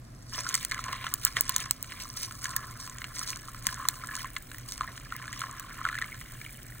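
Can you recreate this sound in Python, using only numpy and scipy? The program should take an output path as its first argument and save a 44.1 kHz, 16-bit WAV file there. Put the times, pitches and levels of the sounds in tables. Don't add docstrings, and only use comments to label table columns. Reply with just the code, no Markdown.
import sys
import numpy as np
from scipy import signal
from scipy.fft import rfft, irfft
from scipy.io import wavfile
from scipy.ndimage import uniform_filter1d

SR = 44100
rng = np.random.default_rng(int(sys.argv[2]) if len(sys.argv) > 2 else 0)


def wav_out(sig):
    wavfile.write(sys.argv[1], SR, np.round(np.clip(np.atleast_2d(sig).T, -1, 1) * 32767).astype(np.int16))


N = 299880

# (time [s], spatter level [dB], crackle level [dB])
STREAM_WASH = [(0.0, -86, -65), (0.27, -82, -53), (0.34, -54, -34.5), (0.68, -47.5, -47.5),
               (1.05, -34.5, -45.5), (1.18, -54.5, -48), (1.55, -38.5, -37.5), (1.79, -55, -51),
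               (2.02, -49, -44.5), (2.38, -59, -48), (2.52, -51, -42), (3.0, -54, -53.5), (4.1, -47.5, -47),
               (4.42, -54.5, -64), (4.7, -49.5, -49.5), (5.9, -46, -53), (6.8, -58.5, -59)]
# (frequency [Hz], level [dB])
SNAP_TONE = [(300, -42), (1000, 6.5), (2300, -8), (3200, 4), (4500, 12.5), (7000, 15.5), (10000, 7),
             (13000, 11.5), (16000, -24)]
# (frequency [Hz], level [dB])
TICK_TONE = [(200, -16), (700, -6), (1500, 12.5), (3200, 8.5), (6000, 5), (16000, -13.5)]


def from_db(db):
    return 10 ** (np.asarray(db) / 20)


def at_hz(table, hz):
    table_hz, values = np.transpose(table)
    return np.interp(np.log(hz + 1), np.log(table_hz), values)


def at_time(table, seconds):
    times, *columns = np.transpose(table)
    return [np.interp(seconds, times, column) for column in columns]


def random_starts(per_s):
    return np.flatnonzero(rng.random(N) < per_s / SR)


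def random_strengths(spread_db, cap):
    return from_db(spread_db * np.minimum(rng.exponential(1, N), cap))


def colour(x, tone, size=2048):
    cepstrum = irfft(np.log(from_db(at_hz(tone, np.fft.rfftfreq(size, 1 / SR)))))
    cepstrum[1:size // 2] *= 2
    cepstrum[size // 2 + 1:] = 0
    response = irfft(np.exp(rfft(cepstrum)))
    return signal.oaconvolve(x, response[None] / np.linalg.norm(response), axes=1)[:, :N]


def place(times, sounds, width):
    starts = np.round(np.maximum(times, 0) * SR).astype(int)
    samples = (starts[:, None] + np.arange(sounds.shape[1])).ravel()
    spots = rng.standard_normal(4096)[np.arange(len(times)) % 4096, None]
    side_gain = (1 + width * spots) / np.hypot(1, width)
    return np.array([np.bincount(samples, part.ravel(), N)[:N] for part in (sounds, sounds * side_gain)])


def snaps(count, t60, scatter_db, size=1400):
    scatter = rng.standard_normal((count, size)) * from_db(-60 * np.arange(size) / SR / t60)
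    scatter *= from_db(scatter_db) / np.linalg.norm(scatter, axis=1, keepdims=True)
    scatter[:, 0] += rng.choice([-1, 1], count)
    return scatter / np.linalg.norm(scatter, axis=1, keepdims=True)


def rings(hz, t60, attack_s, rise_per_s, size=1600):
    t = np.arange(size) / SR
    phase = 2 * np.pi * hz[:, None] * t * (1 + rise_per_s * t / 2)
    fade = from_db(-60 * t / np.maximum(t60, .002)[:, None])
    return np.sin(phase) * (1 - np.exp(-t / attack_s)) * fade


def evened(x, span_s):
    size = max(int(span_s * SR), 64)
    power = uniform_filter1d(uniform_filter1d(np.mean(x * x, axis=0), size), size)
    return x / np.sqrt(np.abs(power) + 1e-12)


def swells(starts, lengths, levels_db, attack_s, release_s):
    t, power = np.arange(0, N, 20) / SR, 0
    for start, length, db in zip(starts, lengths, levels_db):
        attack = np.clip(1 + (t - start) / attack_s, 0, 1)
        release = np.exp(-np.maximum(t - start - length, 0) / release_s)
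        power = power + (from_db(db) * attack * release) ** 2
    return np.interp(np.arange(N) / SR, t, np.sqrt(power))


def room_noise(tone, level_db):
    # (frequency [Hz], likeness [0-1])
    likeness = [(30, 0.98), (130, 0.98), (300, 0.62), (700, 0.0073), (4000, 0.34)]
    hz = np.fft.rfftfreq(N, 1 / SR)
    mid, side = rfft(rng.standard_normal((2, N))) * from_db(at_hz(tone, hz))
    alike = at_hz(likeness, hz)
    noise = irfft(np.sqrt(1 + alike) * mid + np.sqrt(1 - alike) * side * [[1], [-1]], N)
    return from_db(level_db) * noise / np.sqrt(np.mean(noise ** 2))


def background():
    # (frequency [Hz], level [dB])
    motor_tones = [(40.4, -62.5), (120, -55.5), (240, -66), (300, -70.5), (359, -78)]
    # (frequency [Hz], level [dB])
    rumble_tone = [(12, -33), (20, -3), (43, -1), (85, -7), (124, 0), (182, -12), (298, -12), (327, -20),
                   (364, -18), (438, -24), (655, -19), (800, -25), (1040, -55), (1760, -120)]
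    hiss_tone = [(600, -6), (1500, 1), (3000, -11), (8000, -11.5), (15800, -20), (16500, -48)]
    t = np.arange(N) / SR
    hum = sum(np.sqrt(2) * from_db(db) * np.sin(2 * np.pi * (hz * t + rng.random()))
              for hz, db in motor_tones)
    return hum + room_noise(rumble_tone, level_db=-49.5) + room_noise(hiss_tone, level_db=-61)


def kitchen_echo(x, build_s, t60, size=22050):
    # (frequency [Hz], level [dB])
    echo_tone = [(2000, 0), (4200, -9), (5400, -9), (7000, -4), (12000, -15), (15000, -2)]
    t = np.arange(size) / SR
    tail = rng.standard_normal((2, size)) * from_db(-60 * t / t60) * (1 - np.exp(-t / build_s))
    tail = colour(tail / np.linalg.norm(tail, axis=1, keepdims=True), echo_tone)
    return signal.oaconvolve(x[None], tail, axes=1)[:, :N]


def left_and_right(near):
    # (frequency [Hz], phase [radians])
    left_lead = [(20, 0), (1700, .1), (3000, 1.4), (4100, 1.4), (4750, 2.8), (5500, 3.6), (6400, 5.4),
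                 (7500, 6.2), (9500, 6.7), (11100, 9.0), (13300, 9.9), (14600, 12.1), (17000, 12.8)]
    phase = at_hz(left_lead, np.fft.rfftfreq(N, 1 / SR))
    mid, side = rfft(near) * [np.cos(phase / 2), 1j * np.sin(phase / 2)] * np.exp(-.5j * phase)
    return irfft([mid + side, mid - side], N)


def bowl_and_microphone(x):
    # (frequency [Hz], width [Hz], boost or cut [dB])
    peaks_and_dips = [(848, 345, -9.5), (1044, 167, 12.5), (1337, 274, 4), (1702, 32, 7), (1895, 740, 3),
                      (2580, 32, -26.5), (3025, 270, 4), (4150, 78, 4), (8340, 790, 3.5)]
    for hz, width_hz, db in peaks_and_dips:
        centre = -2 * np.cos(2 * np.pi * hz / SR)
        width, height = np.tan(np.pi * width_hz / SR), from_db(db / 2)
        forward = [1 + width * height, centre, 1 - width * height]
        feedback = [1 + width / height, centre, 1 - width / height]
        x = signal.lfilter(forward, feedback, x)
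    return x


def fizz(per_s):
    # (frequency [Hz], level [dB])
    fizz_tone = [(1000, -23), (6000, -10), (10000, -5), (12500, -4), (15700, -2.5), (16400, -36)]
    born = random_starts(per_s)
    strength = random_strengths(spread_db=5.2, cap=4)[born, None]
    ticks = strength * snaps(len(born), t60=.01, scatter_db=2, size=400)
    return colour(evened(place(born / SR, ticks, width=.78), span_s=.12), fizz_tone)


def sputter(per_s, fade_s, steady_share):
    strength = random_strengths(spread_db=3.3, cap=3)
    kicks = (rng.random(N) < per_s / SR) * strength ** 2
    power = signal.lfilter([1], [1, -np.exp(-1 / (fade_s * SR))], kicks)
    return np.sqrt(steady_share + (1 - steady_share) * power / power.mean())


def tiny_hits(spurts, per_s, spread_db, low_hz, high_hz, cycles, smack_db, size=900):
    born = random_starts(per_s)
    strength = (spurts * random_strengths(spread_db, cap=4))[born, None]
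    hz = low_hz * (high_hz / low_hz) ** rng.random(N)[born]
    t60 = cycles / hz * 2 ** rng.uniform(-1, 1, N)[born]
    ping = rings(hz, t60, attack_s=.0001, rise_per_s=1, size=size)
    ping /= np.linalg.norm(ping, axis=1, keepdims=True)
    smack = from_db(smack_db) * snaps(len(born), t60=.011, scatter_db=2, size=size)
    return evened(place(born / SR, strength * (ping + smack), width=.37), span_s=.08)


def gurgle(spread_octaves, cycles, lowest_hz, tick_db):
    # (time [s], rate [bubbles per s])
    bubble_rate = [(3.5, 440), (5.5, 290)]
    # (time [s], pitch [Hz])
    bubble_pitch = [(0.0, 1200), (0.66, 1524), (0.98, 1293), (1.31, 1540), (2.16, 1330), (2.78, 1307),
                    (2.97, 1645), (3.79, 1280), (4.43, 1730), (4.62, 1316), (5.17, 1676), (5.49, 1260),
                    (6.42, 2010)]
    born = random_starts(at_time(bubble_rate, np.arange(N) / SR)[0])
    times = born / SR
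    hz = at_time(bubble_pitch, times)[0] * 2 ** (spread_octaves * rng.standard_normal(N)[born])
    hz = lowest_hz + np.abs(hz - lowest_hz)
    strength = (random_strengths(spread_db=2.5, cap=3) * rng.choice([-1, 1], N))[born, None]
    strength *= (hz / lowest_hz)[:, None] ** .52
    t60 = cycles / hz * 2 ** rng.uniform(-1, 1, N)[born]
    ring = strength * rings(hz, t60, attack_s=.00017, rise_per_s=3.7)
    tick = strength * from_db(tick_db) * snaps(len(born), t60=.01, scatter_db=0)
    bubbles = place(times, ring, width=.88) + colour(place(times, tick, width=.5), TICK_TONE)
    return evened(bubbles, span_s=.16)


def stream_levels(pool_db, spatter_db, crackle_db, freed_air_db):
    # (time [s], level [dB])
    pool_bubbling = [(0.0, -64), (0.36, -60.5), (0.51, -56), (0.89, -44), (1.21, -50), (1.55, -45),
                     (1.68, -55), (2.46, -47.5), (2.56, -44.5), (3.54, -49.5), (4.0, -43.5), (4.47, -56),
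                     (5.42, -45.5), (6.0, -39), (6.14, -46.5), (6.8, -51)]
    # (time [s], level [dB])
    escaping_air = [(0.0, -93), (0.45, -67), (1.21, -63.5), (1.7, -70), (2.05, -62.5), (3.01, -65),
                    (4.2, -62), (5.19, -68.5), (6.34, -62), (6.8, -63)]
    # (time [s], length [s], crackle [dB], spatter [dB])
    sizzles = [(0.332, 0.081, -48.5, -48.5), (0.474, 0.04, -48, -45.5), (0.549, 0.019, -43.5, -42.5),
               (0.615, 0.02, -51, -47), (1.225, 0.055, -47, -48), (1.367, 0.0078, -43, -40.5),
               (1.602, 0.011, -45.5, -42.5), (1.891, 0.087, -56.5, -52), (2.011, 0.021, -46.5, -48),
               (2.168, 0.043, -45.5, -52.5), (2.226, 0.032, -44, -51.5), (2.438, 0.013, -44, -47),
               (2.798, 0.07, -52, -77), (3.151, 0.086, -47, -52.5), (3.275, 0.048, -44, -51.5),
               (3.661, 0.078, -50.5, -54.5), (4.156, 0.066, -49, -53), (4.688, 0.048, -49.5, -63),
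               (5.329, 0.1, -55, -51.5)]
    # (time [s], length [s], level [dB])
    plunges = [(0.33, 0.088, -45), (0.446, 0.13, -44), (0.735, 0.043, -40.5), (0.85, 0.3, -46.5),
               (1.252, 0.027, -41.5), (1.363, 0.044, -46.5), (1.495, 0.2, -48.5), (1.88, 0.15, -52),
               (2.439, 0.21, -44), (3.195, 0.17, -48), (3.697, 0.2, -42.5), (4.091, 0.18, -43),
               (4.815, 0.031, -41.5), (5.132, 0.2, -45), (5.43, 0.083, -42), (5.57, 0.14, -50.5),
               (5.857, 0.062, -39.5)]
    t = np.arange(N) / SR
    pool, = from_db(at_time(pool_bubbling, t))
    air, = from_db(at_time(escaping_air, t))
    spatter, crackle = from_db(at_time(STREAM_WASH, t))
    times, lengths, sizzle_db, spray_db = np.transpose(sizzles)
    sizzle, spray = [swells(times, lengths, db, attack_s=.015, release_s=.017)
                     for db in (sizzle_db, spray_db)]
    churn = swells(*np.transpose(plunges), attack_s=.022, release_s=.0097)
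    return (np.hypot(from_db(pool_db) * pool, churn),
            np.hypot(from_db(spatter_db) * spatter, spray),
            np.hypot(from_db(crackle_db) * crackle, sizzle),
            np.hypot(air, from_db(freed_air_db) * sizzle))


def pour(gurgle_db, splash_db, crackle_db, fizz_db):
    # (frequency [Hz], level [dB])
    splash_tone = [(150, -8), (400, -1), (700, 4), (1200, -1), (2300, 0), (3100, -4), (4200, -1),
                   (6000, -7), (12000, -24)]
    crackle_tone = [(500, -28), (3000, 10), (5000, 31.5), (7000, 11.5), (9000, 12), (11000, 13),
                    (13500, -1), (15800, -4), (16500, -53)]
    water, spatter, ice, air = stream_levels(
        pool_db=-4.5, spatter_db=-11.5, crackle_db=-11.5, freed_air_db=-11)
    spurts = sputter(per_s=95, fade_s=.003, steady_share=.38)
    bubbles = gurgle(spread_octaves=.37, cycles=19, lowest_hz=1000, tick_db=1)
    drops = tiny_hits(spurts, per_s=950, spread_db=3.2, low_hz=1900, high_hz=4100, cycles=32, smack_db=-3)
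    crackle = tiny_hits(spurts, per_s=1400, spread_db=3.6, low_hz=5500, high_hz=11000,
                        cycles=70, smack_db=-1)
    return (from_db(gurgle_db) * water * bubbles
            + from_db(splash_db) * spatter * colour(drops, splash_tone)
            + from_db(crackle_db) * ice * colour(crackle, crackle_tone)
            + from_db(fizz_db) * air * fizz(per_s=900))


def thumps(gain_db):
    # (time [s], level [dB])
    landings = [(0.381, -34.5), (0.89, -36), (1.372, -33), (1.558, -43), (4.883, -39.5)]
    # (frequency [Hz], level [dB])
    splat_tone = [(100, 3), (350, -9.5), (650, 3.5), (900, 1), (2000, -1.5), (8000, -55)]
    times, level_db = np.transpose(landings)
    splat = from_db(level_db + gain_db)[:, None] * snaps(len(times), t60=.2, scatter_db=4, size=3000)
    return colour(place(times, splat, width=.3), splat_tone)


def knocks(tick_db, cycles):
    # (time [s], level [dB], larger cube [Hz], smaller cube [Hz], tick offset [dB])
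    bumps = [(0.719, -17.5, 2160, 4470, -15.5), (1.0668, -27.5, 1370, 2920, -8),
             (1.368, -17, 2000, 2980, -12), (1.4935, -34, 1050, 3460, 3), (1.843, -35.5, 2930, 4040, -15),
             (3.0422, -27, 2280, 2740, -10.5), (3.3317, -28.5, 2420, 2680, -29),
             (4.3645, -23, 2100, 3320, -10.5)]
    times, level_db, large_hz, small_hz, contact_db = np.transpose(bumps)
    both_cubes = sum(rings(hz, cycles / hz, attack_s=.0001, rise_per_s=0) for hz in (large_hz, small_hz))
    ring = from_db(level_db)[:, None] * both_cubes
    tick = from_db(level_db + contact_db + tick_db)[:, None] * snaps(len(times), t60=.035, scatter_db=5)
    return place(times, ring, width=.3) + colour(place(times, tick, width=.2), TICK_TONE)


def plops(ring_db, tick_db):
    # (time [s], level [dB], pitch [Hz], tick offset [dB])
    drips = [(0.386, -33, 970, -11.5), (0.466, -21.5, 1430, -29), (0.779, -28, 2040, -19),
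             (0.791, -21.5, 1275, -22), (0.864, -27, 1070, -30), (0.883, -25.5, 1010, -18),
             (0.93, -24, 1100, -16), (0.959, -39, 1420, -8), (1.043, -26, 970, -19),
             (1.267, -24, 1410, -14), (1.659, -28, 1210, -15), (1.921, -32.5, 2380, -13.5),
             (2.055, -32.5, 1180, -28), (2.31, -31.5, 1340, -17.5), (2.455, -22.5, 1650, -16),
             (2.565, -22, 1770, -25), (2.876, -36.5, 1110, -12.5), (3.018, -28, 2100, -16),
             (3.214, -29, 1280, -19.5), (3.484, -29, 1240, -24), (3.546, -31.5, 1260, -20),
             (3.689, -25, 1590, -19), (3.853, -22.5, 1130, -22), (4.037, -25.5, 1350, -26),
             (4.088, -28, 1760, -36), (4.111, -27.5, 1744, -33), (4.245, -25.5, 1090, -18),
             (4.516, -40.5, 1860, -4.5), (4.545, -36, 1860, -12), (4.809, -15.5, 1180, -25.5),
             (4.876, -28, 1870, -36), (4.977, -39.5, 2040, -4), (5.123, -21.5, 1370, -24.5),
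             (5.279, -27.5, 1670, -18), (5.417, -21.5, 1370, -18), (5.439, -25, 1140, -36),
             (5.601, -32.5, 1150, -16), (5.791, -32, 1100, -31), (5.814, -26, 1240, -28),
             (5.852, -13, 1430, -28.5), (5.864, -19, 1360, -29), (5.888, -22, 1950, -17),
             (5.915, -29, 1420, -25), (5.928, -24.5, 1430, -22), (5.944, -28, 1440, -18),
             (5.953, -24, 1780, -20), (5.978, -22.5, 1980, -40), (5.987, -24, 1560, -15),
             (6.016, -22, 1950, -20), (6.022, -15.5, 1830, -25), (6.043, -25, 2130, -24),
             (6.12, -28, 2160, -41), (6.127, -29, 2170, -29), (6.144, -35, 1710, -12),
             (6.213, -31, 1990, -17), (6.414, -30, 2300, -18.5), (6.449, -34.5, 2900, -18),
             (6.463, -27.5, 2260, -28), (6.493, -35, 2325, -29), (6.722, -36, 1910, -29)]
    times, level_db, hz, contact_db = np.transpose(drips)
    ring = rings(hz, t60=np.full(len(times), .011), attack_s=.00084, rise_per_s=.9)
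    ring *= from_db(level_db + ring_db)[:, None]
    tick = snaps(len(times), t60=.018, scatter_db=1.5)
    tick *= from_db(level_db + contact_db + tick_db)[:, None]
    return place(times, ring, width=.24) + colour(place(times, tick, width=.15), TICK_TONE)


def small_cracks(per_s, gain_db, spread_db):
    born = random_starts(per_s)
    _, crackle_db = at_time(STREAM_WASH, born / SR)
    level_db = gain_db + crackle_db + spread_db * rng.random(N)[born]
    splits = from_db(level_db)[:, None] * snaps(len(born), t60=.02, scatter_db=0)
    return colour(place(born / SR, splits, width=.55), SNAP_TONE)


def cracks(snap_db, thud_db, splinter_db, travel_s=.0006):
    # (time [s], level [dB], thud offset [dB], splinter offset [dB])
    splits = [(0.4063, -24.5, -12, -25), (0.4803, -32, -19, -20), (0.49, -18.5, -24, -28),
              (0.496, -26, -12, -25), (0.542, -15, -4, -12), (0.5483, -17.5, -1, -10),
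              (0.552, -12.5, -13, -16), (0.5762, -26, -5, -19), (0.629, -31, -7, -3), (0.649, -19, -5, -4),
              (0.7125, -23, 1, -24), (0.7442, -28, 7, -17), (0.8402, -25.5, 2.5, -22), (0.9277, -30, 9, -6),
              (1.139, -17.5, -32, 2.5), (1.2494, -13.5, -33, 7), (1.273, -29, 1, -17),
              (1.4084, -23.5, 0.5, 12.5), (1.4935, -12.5, -12, -4), (1.5625, -8.5, -8, -7),
              (1.5812, -23, -17, -8), (1.6022, -24, -19, -10), (1.7093, -12, -3, -1),
              (1.827, -29.5, -25, 7), (1.8447, -38, -16, -14), (2.1707, -28, -25, -21),
              (2.232, -22, -22, -26), (2.2667, -39, -9, -22), (2.323, -32.5, -4, -20),
              (2.4427, -23, -14, -8), (2.5635, -17, -20, 3), (2.8006, -30.5, -11, -21),
              (2.864, -33, -14, -12), (2.8968, -30, -10, -18), (2.984, -29.5, 1, -22),
              (3.1584, -33, -17, -15), (3.1847, -27.5, -18, -18), (3.192, -22, -24, -31),
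              (3.2337, -27, -9, -18), (3.274, -26, -29, -23), (3.3035, -21.5, -17, -20),
              (3.359, -28, -18, -46), (3.3712, -33, -15, -19), (3.6427, -34, -18, -17),
              (3.668, -11, -5.5, -7), (3.743, -26.5, -26, -23), (3.886, -9, -9, -8),
              (4.071, -29.5, -29, -12), (4.153, -21.5, -9, -27), (4.165, -26, -14, -23), (4.583, -40, 9, 7),
              (4.7107, -30, -34, -19), (4.721, -24, -12, -13), (4.7781, -27, -3, -23),
              (5.164, -35.5, 5.5, 6), (5.3284, -27, 1.5, -26), (5.3928, -37, -7, 5),
              (5.4063, -25.5, -15, -22), (5.5115, -32, -5, -18), (5.5965, -26.5, -12, -2),
              (5.9876, -42, 7, 0)]
    # (frequency [Hz], level [dB])
    thud_tone = [(200, 7), (700, -22), (1100, -2.5), (2000, 13.5), (3100, 6.5), (4500, -13), (16000, -36)]
    splinter_tone = [(1000, -60), (6000, -4), (10000, -1.5), (13000, 1.5), (15700, 4), (16500, -4)]
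    times, level_db, low_db, top_db = np.transpose(splits)
    snap = from_db(level_db)[:, None] * snaps(len(times), t60=.010, scatter_db=-.7)
    thud = from_db(level_db + low_db)[:, None] * snaps(len(times), t60=.012, scatter_db=-2)
    splinter = from_db(level_db + top_db)[:, None] * snaps(len(times), t60=.008, scatter_db=0)
    parts = [(snap_db, snap, SNAP_TONE), (thud_db, thud, thud_tone),
             (splinter_db, splinter, splinter_tone)]
    return sum(from_db(db) * colour(place(times + travel_s, sounds, width=.29), tone)
               for db, sounds, tone in parts)


def scene():
    room = background()
    hits = (cracks(snap_db=13, thud_db=7, splinter_db=16) + plops(ring_db=3, tick_db=26.5)
            + knocks(tick_db=24.5, cycles=21.6) + thumps(gain_db=23))
    stream = pour(gurgle_db=-5, splash_db=-2.5, crackle_db=4.5, fizz_db=9.5)
    near = bowl_and_microphone(hits + stream + small_cracks(per_s=24, gain_db=19.5, spread_db=7))
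    echo = from_db(-19.5) * kitchen_echo(near[0], build_s=.0073, t60=.048)
    return (left_and_right(near) + echo + room) * from_db([[0], [.7]])


def record(dry):
    peak_limit, cutoff_hz = .9, 16600
    treble_cut = signal.ellip(10, .1, 80, cutoff_hz, fs=SR, output="sos")
    return signal.sosfilt(treble_cut, np.clip(dry, -peak_limit, peak_limit))


dry = scene()
out = record(dry)
wav_out(out)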